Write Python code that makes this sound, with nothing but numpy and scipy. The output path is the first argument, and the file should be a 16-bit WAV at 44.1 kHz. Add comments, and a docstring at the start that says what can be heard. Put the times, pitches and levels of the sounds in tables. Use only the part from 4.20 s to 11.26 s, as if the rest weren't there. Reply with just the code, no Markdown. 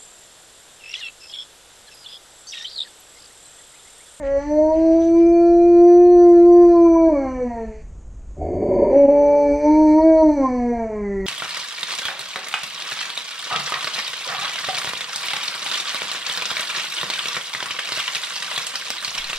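"""A large dog across a carpeted living room, heard by a microphone on the floor over low rumble and faint hiss.
The first howl, a stack of harmonics with puffs of air, swoops up, holds and falls; a faint tick is near its start.
After a pause and another tick, a growl of uneven flaps ringing in chest, throat and mouth swells up.
It breaks into the second howl, where lines halfway between the harmonics add an undertone, and slides down.
Each strong harmonic swells and dips as it slides through the room's standing waves."""
import sys
import numpy as np
from scipy import signal
from scipy.fft import rfft, irfft, next_fast_len
from scipy.io import wavfile
from scipy.ndimage import uniform_filter1d

SR = 44100
rng = np.random.default_rng(int(sys.argv[2]) if len(sys.argv) > 2 else 0)


def generate_wav(signal):
    """Clip the signal to [-1, 1] and save it as 16-bit WAV at the path in sys.argv[1]."""
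    frames = np.transpose(np.atleast_2d(signal))
    scaled = np.clip(frames, -1, 1) * 32767
    pcm = np.round(scaled).astype(np.int16)
    wavfile.write(sys.argv[1], SR, pcm)


N = 311346
TIME = np.arange(N) / SR


def undb(db):
    """Decibels to gain."""
    return 10 ** (np.asarray(db) / 20)


def unit(x):
    """Scale to rms 1."""
    return x / np.sqrt(np.mean(x ** 2))


def curves(table):
    """Each column of a table after the first as a curve over time."""
    s, *columns = np.transpose(table)
    return [np.interp(TIME, s, column) for column in columns]


def bumps(table):
    """Brief rises or dips in dB from rows of (time, length, height)."""
    return sum(db * np.exp(-((TIME - s) / length) ** 2) for s, length, db in table)


def sounding(table, fade_s):
    """1 over the span of a table, fading to 0 outside it."""
    inside_s = np.minimum(TIME - table[0][0], table[-1][0] - TIME)
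    return np.clip(1 + inside_s / fade_s, 0, 1)


def gain_at(hz, colour):
    """Gain of a (Hz, dB) spectrum at the given frequencies."""
    points, db = np.transpose(colour)
    return undb(np.interp(np.log(hz + 1e-9), np.log(points), db))


def noise(colour):
    """Noise of rms 1 with the given spectrum."""
    size = next_fast_len(N)
    gain = gain_at(np.fft.rfftfreq(size, 1 / SR), colour)
    return unit(irfft(rfft(rng.standard_normal(size)) * gain, size)[:N])


def waver(rate_hz):
    """Smooth chance of rms 1, up to about the given rate."""
    lowpass = signal.butter(4, rate_hz, fs=SR, output="sos")
    return unit(signal.sosfilt(lowpass, rng.standard_normal(N)))


def ring(x, hz, width):
    """A resonance with steep skirts, its edges centred geometrically on hz."""
    low = np.sqrt(hz ** 2 + width ** 2 / 4) - width / 2
    bandpass = signal.butter(3, [low, low + width], "bandpass", fs=SR, output="sos")
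    return signal.sosfilt(bandpass, x)


def room(x, wet_db, t60=0.61):
    """Direct sound and the dense echoes of a furnished room, as an impulse response of unit energy."""
    t = TIME[:SR * 3 // 4]
    echoes = rng.standard_normal(len(t)) * np.exp(-np.log(1000) * t / t60) * (t > .004)
    response = undb(wet_db) * echoes / np.sqrt(np.sum(echoes ** 2))
    response[0] = 1
    return signal.fftconvolve(x, response / np.sqrt(np.sum(response ** 2)))[:N]


# spectrum of the quiet room: freq_hz, relative_level_db
ROOM_TONE = [(28, -5.5), (43, 4), (58, -1.5), (90, -12.5), (140, -18.5), (280, -26), (600, -33.5),
             (3100, -54), (4300, -57.5), (5600, -54.5), (6700, -42), (9200, -58)]
ROOM_TONE_DB = -36


def room_tone():
    """Shaped noise: a wavering low rumble with faint hiss."""
    return noise(ROOM_TONE) * undb(ROOM_TONE_DB + 0.5 * waver(17.0))


# peaks and nulls of the room's standing waves at the floor: freq_hz, width_hz, height_db
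STANDING_WAVES = [(243.4, 4.5, 11), (279.3, 2.1, 3.5), (297.6, 7.2, 6), (317.5, 2.63, -11), (389, 4, 4.5),
                  (438.7, 2.8, -21), (471.9, 11.1, -19), (497.6, 6, 9), (527.3, 7.4, 9), (558.4, 12.2, 9.5),
                  (597, 4.5, 9.5), (692, 2, -5.5), (719.5, 3.7, -17), (747.5, 22, -15), (770, 5.5, -21.5),
                  (861, 1.6, -18), (913.6, 11, -9), (945.5, 7.7, 10.5), (989, 1.5, 10.5), (1007, 2.9, 14),
                  (1033, 5.6, -19)]
ROOM_LAG_S = .008  # the room needs a moment to follow a sliding tone


def standing_waves(hz):
    """What the room adds to or takes from a tone as it slides, in dB."""
    grid = np.linspace(hz.min(), hz.max(), SR // 10)
    grid_db = sum(db * np.exp(-((grid - centre) / width) ** 2) for centre, width, db in STANDING_WAVES)
    db = np.interp(hz, grid, grid_db)
    lag = int(ROOM_LAG_S * SR)
    return uniform_filter1d(uniform_filter1d(db, lag), lag)


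def trail(tone, hz, rough):
    """A held tone merges with its echoes; when it slides away they ring on at the old pitch and beat against it."""
    glide = uniform_filter1d(np.abs(np.gradient(np.log(hz))) * SR, SR // 8)
    share = np.clip(.4 * glide + .9 * rough, 0, .3)
    return tone * np.sqrt(1 - share ** 2) + share * room(tone, wet_db=22.0)


def strong_harmonics(phase, hz, level_db, second_db, third_db):
    """The three strong harmonics of the folds, each coloured by the standing waves, with the undertone."""
    body = undertone(phase)
    for k, db in enumerate([0, second_db, third_db], 1):
        body = body + undb(level_db + db + standing_waves(k * hz)) * np.sin(k * phase)
    return np.sqrt(2) * body


def overtones(phase, orders, gain):
    """Harmonics of the folds, weighted by gain(order); each swells and fades as the head moves in the room."""
    sway_db = 2.5
    steps = np.arange(len(phase)) / (SR // 9)
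    knots = np.arange(int(steps[-1]) + 2)
    out = 0
    for k in orders:
        sway = undb(sway_db * np.interp(steps, knots, rng.standard_normal(len(knots))))
        out = out + sway * gain(k) * np.sin(k * phase + rng.uniform(0, 2 * np.pi))
    return np.sqrt(2) * out


# colour of the overtones through the throat: freq_hz, gain_db
TRACT = [(750.0, 11.5), (950.0, 12), (1050.0, 9), (1105.0, 6), (1165.0, -5.5), (1390.0, 2.4), (1480.0, -12),
         (1600.0, -0.5), (1750.0, 2), (1920.0, -2), (2030, -10), (2110.0, -2.5), (2180, -5.5),
         (2300.0, -3.5), (2440.0, -15.5), (2580.0, -21), (2900.0, -22), (3400, -39.5)]
# level of the throat's overtones: time_s, level_db
THROAT_LEVEL = [(0.0, -53), (0.17, -46.5), (0.42, -54), (0.86, -56), (1.3, -53), (1.9, -48), (2.3, -48.5),
                (2.8, -53), (3.1, -51.5), (3.42, -60.5), (3.6, -81), (4.72, -58), (5.5, -51.5), (6.0, -49),
                (6.3, -51.5), (7.06, -59.5)]
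# the resonance that the lips move: time_s, freq_hz, height_db
LIPS = [(.2, 1950, 8.5), (.6, 2420, -3), (1.1, 2413, 24.5), (2.1, 2375, 5.5), (2.75, 2286, 16),
        (3.2, 2220, 10), (3.42, 1783, 10), (4.72, 2310, 15.5), (5.5, 2310, 16), (5.9, 2280, 11),
        (6.75, 2277, 11), (6.88, 1980, 24)]
# the fourth harmonic flares as each howl breaks downwards: time_s, length_s, height_db
FLARES = [(2.955, .03, 17), (6.25, .05, 15)]


def throat(phase, hz, on, halves):
    """Overtones above the third light up one after another as they slide through the resonances."""
    lips_hz, lips_db = (column[on] for column in curves(LIPS))
    lips_width_hz = 160
    flare = undb(bumps(FLARES)[on])

    def tract(k):
        lips = undb(lips_db * np.exp(-((k * hz[on] - lips_hz) / lips_width_hz) ** 2))
        return gain_at(k * hz[on], TRACT) * lips * (flare if k == 4 else 1)

    whole = overtones(phase[on], range(4, 14), tract)
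    between = overtones(phase[on], [k + .5 for k in range(3, 9)], lambda k: tract(k) * (k / 7.5) ** 2)
    return undb(curves(THROAT_LEVEL)[0][on]) * (whole + halves * between)


# colour of the highest overtones through the muzzle: freq_hz, gain_db
MUZZLE = [(3500, -43.5), (4050, -15.5), (4230, -1.5), (4520, -4), (4750, -11.5), (5100, -9.5), (5550, -29),
          (5950, 6), (6400, -14.5), (6900, -37), (7300, -14), (7700, -25.5), (8100, -12.5), (8600, -41.5)]
# level of the muzzle's ring: time_s, level_db
MUZZLE_LEVEL = [(0, -76), (.2, -56.5), (1.3, -54.5), (2.5, -51.5), (3.5, -75), (4.72, -62), (5.7, -52.5),
                (6.2, -56), (6.7, -72)]


def muzzle(phase, hz, on, halves):
    """The highest overtones ring in the muzzle, pulsing every second cycle when the cycles alternate."""
    tones = overtones(phase[on], range(10, 38), lambda k: gain_at(k * hz[on], MUZZLE))
    pulsing = 1 + halves * np.sin(phase[on] / 2)
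    return undb(curves(MUZZLE_LEVEL)[0][on]) * tones * pulsing


# spectrum of the breath: freq_hz, relative_level_db
AIR_COLOUR = [(1400, -8.5), (2200, 11), (3500, 4.5), (4900, 4), (5600, -2.5), (6200, 2), (8400, -8.5),
              (9500, -22.5)]


def air():
    """Turbulence in the dog's open mouth, each band fluttering on its own."""
    flutter_db = 4.5
    stream = noise(AIR_COLOUR)
    bands = [ring(stream, hz, 1000) * undb(flutter_db * waver(25)) for hz in range(1500, 9000, 1000)]
    return unit(sum(bands))


def breath(phase, rough, air_db):
    """Air and hoarse noise escape once a cycle, while the folds are open."""
    hoarse_hz, hoarse_width_hz, hoarse_db = 2100, 650, -8  # the mouth's resonance
    hoarse = unit(ring(rng.standard_normal(N), hoarse_hz, hoarse_width_hz))
    hoarse = undb(hoarse_db) * rough ** 2 * hoarse
    opening = (1 + np.sin(phase)) ** 2 / 2
    return ((undb(air_db) + puffs()) * air() + hoarse) * opening


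# roughness of the folds, least while a high note is held: time_s, roughness_db
ROUGHNESS = [(.45, -27), (.62, -22), (1.1, -31), (2.8, -34.5), (2.95, -27), (4.75, -19.5), (5.25, -24),
             (6.03, -34), (6.14, -27.5), (7.06, -27)]
# the voice catches for an instant just after it finds its tone: time_s, length_s, height_db
CATCH = [(4.872, .009, -15)]
# each howl, before the room colours it:
# time_s, pitch_hz, level_db, second_over_first_db, third_over_first_db
FIRST_HOWL = [(0.0, 311, -41, 5.5, 0), (0.04, 275.2, -38, 6.5, -4.5), (0.17, 277.7, -37.5, 13.5, -3),
              (0.21, 283.4, -36, 2.5, 0), (0.27, 294, -30.5, -10.5, -7), (0.39, 305.2, -21.5, 10, -3.5),
              (0.5, 314, -15.5, -0.3, -16.5), (0.62, 325.2, -13, -5.5, -28),
              (0.72, 326.6, -11.5, -3.8, -35.5), (0.84, 332, -15, -5.5, -34.5),
              (1.0, 336.6, -7.5, -19.5, -42), (1.15, 340.9, -9.5, -10.5, -35),
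              (1.42, 344.4, -8, -9.5, -23.5), (1.64, 347.7, -3, -13, -35), (1.88, 353.8, -4, -14, -37),
              (2.19, 344.8, -3, -12.5, -26), (2.4, 349.7, -2.5, -15, -28.5), (2.55, 342.4, -7, -10, -12.5),
              (2.66, 336, -6.5, -15, -28.5), (2.78, 328.8, -12, -5.5, -13.5), (2.88, 326.1, -11, -2.5, -19),
              (2.96, 281.8, -25.5, 0.2, -12), (3.08, 260.7, -23.5, -13, -4.5), (3.22, 249.6, -35, 6.5, 7),
              (3.36, 231, -36.5, 8, 7), (3.48, 218, -35, 6.5, -8), (3.6, 216.3, -59, 12.5, 5)]
SECOND_HOWL = [(4.72, 257, -27, 7, 4), (4.77, 284, -16.5, 1.5, -17.5), (4.84, 281.2, -16, 0, -9.5),
               (4.872, 275, -14, -3.5, -11), (4.91, 287.4, -17.5, 6.5, -8), (5.18, 290.1, -27, 15.5, 3.5),
               (5.32, 286.3, -17, -1, -9), (5.42, 294.6, -30.5, 10, -3.5), (5.5, 302.8, -13, -13.5, 2.7),
               (5.62, 310.9, -10, -8.5, -9.5), (5.71, 304.8, -10.5, -12, -4.5),
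               (5.86, 322.8, -8.5, -3, -24.5), (6.02, 316.6, -8, -1.9, -19), (6.08, 304.4, -13, -8.5, -6),
               (6.15, 290.6, -24, -13.5, -10.5), (6.2, 272.6, -18, -6.5, -18), (6.29, 253.1, -20, -14.5, 3),
               (6.4, 243.5, -32.5, 3, 12.5), (6.52, 238.8, -28.5, 21.5, 5.5),
               (6.62, 226.5, -27.5, -2.5, 1.5), (6.73, 213.7, -33.5, 6.5, -1), (6.85, 202.7, -27, 0, -23.5),
               (7.06, 190.1, -30, 0.5, -14)]


def howl(table, air_db, quaver=0.0018, jitter=.05, shimmer=0.55):
    """Vibrating folds give harmonics and let out a stream of air. Returns (body, treble)."""
    hz, level_db, second_db, third_db = curves(table)
    rough = undb(curves(ROUGHNESS)[0])
    unsteady_hz = hz * (1 + quaver * waver(20) + jitter * rough * waver(110))
    phase = 2 * np.pi * np.cumsum(unsteady_hz) / SR
    voiced = sounding(table, 0.03) * undb(bumps(CATCH)) * (1 + shimmer * rough * waver(360))
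    body = strong_harmonics(phase, hz, level_db, second_db, third_db)
    on = voiced != 0
    halves = half_lines()[on]
    high = np.zeros(N)
    high[on] = throat(phase, hz, on, halves) + muzzle(phase, hz, on, halves)
    treble = (high + breath(phase, rough, air_db)) * voiced
    return trail(body * voiced, hz, rough), treble


# faint ticks: start_s, level_db
TICKS = [(.041, -46), (4.018, -55)]


def ticks():
    """Tiny clicks: noise that starts at once and dies away within milliseconds."""
    envelope = sum(undb(db) * np.exp(-np.abs(TIME - s) / .003) * (TIME >= s) for s, db in TICKS)
    return envelope * noise([(2500, 6.5), (4000, -21.5), (7000, -13.0), (10000, -15.0)])


# puffs of air as the first howl gets going, before they sputter: time_s, length_s, level_db
PUFFS = [(.06, .05, -49), (.22, .15, -55), (.58, .12, -54), (.74, .08, -51), (.85, .09, -47),
         (.98, .05, -49)]


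def puffs():
    """Strength of the short, sputtering puffs of air before the voice settles."""
    sputter = undb(3 * waver(45) - 1)
    return sputter * sum(undb(db) * np.exp(-(2 * (TIME - s) / length) ** 2) for s, length, db in PUFFS)


# the growl sets in, swells to its peak while the flapping speeds up, and dies under the howl
GROWL_START_S, GROWL_PEAK_S, GROWL_END_S = 4.166, 4.647, 4.75
GROWL_ATTACK_S, GROWL_SAG_DB_PER_S, GROWL_RELEASE_S = 0.06, 60, 0.057
FLAP_HZ, FLAP_RISE_HZ_PER_S, IRREGULARITY_PER_S = 75, 105, .25
BARK_S, BARK_LENGTH_S = 4.25, 0.056  # a short bark early in the growl
# resonances, one list per part of the growl: freq_hz, width_hz, relative_level_db
GROWL_MODES = [
    [(84.4, 61, -1)],
    [(240, 160, 0)],
    [(376, 112, 0)],
    [(568.5, 72, 3.5)],
    [(687, 102, 0)],
    [(946, 120, 0)],
    [(1900, 480, -6), (2205, 240, 3)],
    [(3030, 180, -5), (4560, 210, 5.5), (6370, 300, -2.5)],
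]
# flutter, chest, low throat, high throat, bark, mouth, rasp, muzzle:
# peak_level_db, swell_db_per_s, lift_in_bark_db
GROWL_PARTS = [(-43.5, -42, -5), (-24, 16, -7), (-16, 24, -3.5), (-15, 61.5, 6), (-31.5, 15, 9),
               (-29.5, 74.5, 6), (-47, 35.5, 2), (-56, 35, 2)]


def growl(hiss=0.005):
    """Slack folds flap unevenly and ever faster; each flap rings chest, throat and mouth in shifting shares."""
    scatter_db, patchy_db, echo_db = 3, 1, 5
    growling_s = np.clip(TIME, GROWL_START_S, GROWL_END_S)
    age_s = growling_s - GROWL_START_S
    hz = FLAP_HZ + FLAP_RISE_HZ_PER_S * age_s
    cycles = np.cumsum(hz * (1 + IRREGULARITY_PER_S * age_s * waver(70))) / SR
    flaps = np.diff(np.floor(cycles), prepend=0) * undb(scatter_db * rng.standard_normal(N))
    breath_noise = hiss * np.exp(-3 * (cycles % 1)) * rng.standard_normal(N)
    source = room(flaps + breath_noise, wet_db=echo_db)
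    bark = np.exp(-((TIME - BARK_S) / BARK_LENGTH_S) ** 2)
    before_peak = np.maximum(GROWL_PEAK_S - growling_s, 0)
    after_peak = np.maximum(growling_s - GROWL_PEAK_S, 0)
    out = 0
    for modes, (peak_db, swell, bark_db) in zip(GROWL_MODES, GROWL_PARTS):
        band = sum(undb(mode_db) * ring(source, centre, width) for centre, width, mode_db in modes)
        steady = band / np.sqrt(uniform_filter1d(band ** 2, SR // 14) + 1e-18)  # short-term rms 1
        db = peak_db - swell * before_peak - GROWL_SAG_DB_PER_S * after_peak
        out = out + undb(db + bark_db * bark + patchy_db * waver(14)) * steady
    attack = np.clip((TIME - GROWL_START_S) / GROWL_ATTACK_S, 0, 1)
    return out * attack * np.exp(-np.maximum(TIME - GROWL_END_S, 0) / GROWL_RELEASE_S)


# single hard flaps within the growl: start_s, strength_db
HARD_FLAPS = [(4.168, -28), (4.333, -15), (4.436, -13), (4.498, -12), (4.529, -13), (4.562, -11),
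              (4.621, -7), (4.699, -11)]
# what a hard flap rings with, before the low-pass dulls it: freq_hz, ring_down_s, level_db
FLAP_MODES = [(410, 0.0084, -8.5), (582.3, 0.031, -8), (690, 0.0076, -20), (990, 0.0048, -19.5)]


def hard_flaps():
    """Single hard slaps of the folds knock dully on the throat's resonances."""
    t = TIME[:SR // 10]
    knock = sum(undb(db) * np.exp(-t / decay) * np.sin(2 * np.pi * hz * t) for hz, decay, db in FLAP_MODES)
    knock = signal.sosfilt(signal.butter(8, 900, fs=SR, output="sos"), knock)
    slaps = np.zeros(N)
    for s, db in HARD_FLAPS:
        slaps[int(s * SR)] = undb(db)
    return room(signal.fftconvolve(slaps, knock)[:N], wet_db=-7)


# lines halfway between the overtones while the cycles alternate: time_s, gain_over_overtones_db
HALF_LINES = [(4.7, -40), (4.85, -9), (5.5, 0), (5.72, -1), (5.85, -26)]


def half_lines():
    """Strength of the alternation between cycles, as heard among the overtones."""
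    return undb(curves(HALF_LINES)[0])


UNDERTONE_S, UNDERTONE_ATTACK_S, UNDERTONE_HOLD_S = 4.82, 0.12, 0.38
UNDERTONE_DB, UNDERTONE_FADE_DB_PER_S = -27.5, 37.5


def undertone(phase):
    """As the growl breaks into tone, alternating cycles put lines at 1/2, 3/2 and 5/2 of the pitch."""
    age = TIME - UNDERTONE_S
    fading_s = np.maximum(age - UNDERTONE_ATTACK_S - UNDERTONE_HOLD_S, 0)
    attack = np.clip(age / UNDERTONE_ATTACK_S, 0, 1)
    gain = attack * undb(UNDERTONE_DB - UNDERTONE_FADE_DB_PER_S * fading_s)
    lines = np.sin(3 * phase / 2) + undb(-23.0) * np.sin(phase / 2) + undb(-19.0) * np.sin(5 * phase / 2)
    return gain * lines


def scene():
    """The dog stands across the room; its overtones arrive with strong echoes, slightly to one side."""
    body1, high1 = howl(FIRST_HOWL, air_db=-75.5)
    body2, high2 = howl(SECOND_HOWL, air_db=-81.0)
    low = room_tone() + body1 + body2 + growl() + hard_flaps()
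    high = room(high1 + high2 + ticks(), wet_db=-1, t60=.42)
    pan_db = -1.1  # first channel over second
    return low + high * undb(np.array([[pan_db], [-pan_db]]) / 2)


KNEE_DB, WINDOW_S = -12, .5  # level where the gain starts to sink, span over which it is averaged


def gain_control(x):
    """The gain sinks as the sound gets louder, so the rumble ducks under the howls."""
    window = np.hanning(int(WINDOW_S * SR))
    power = np.abs(signal.fftconvolve(np.mean(x ** 2, axis=0), window / window.sum(), "same"))
    return x / np.sqrt(np.sqrt(1 + power / undb(KNEE_DB) ** 2))


TOP_HZ = 9400


def record(dry):
    """The microphone's gain rides the level, and a steep low-pass cuts the top."""
    lowpass = signal.ellip(8, .2, 70, TOP_HZ, fs=SR, output="sos")
    return signal.sosfilt(lowpass, gain_control(dry))


dry = scene()
out = record(dry)
generate_wav(out)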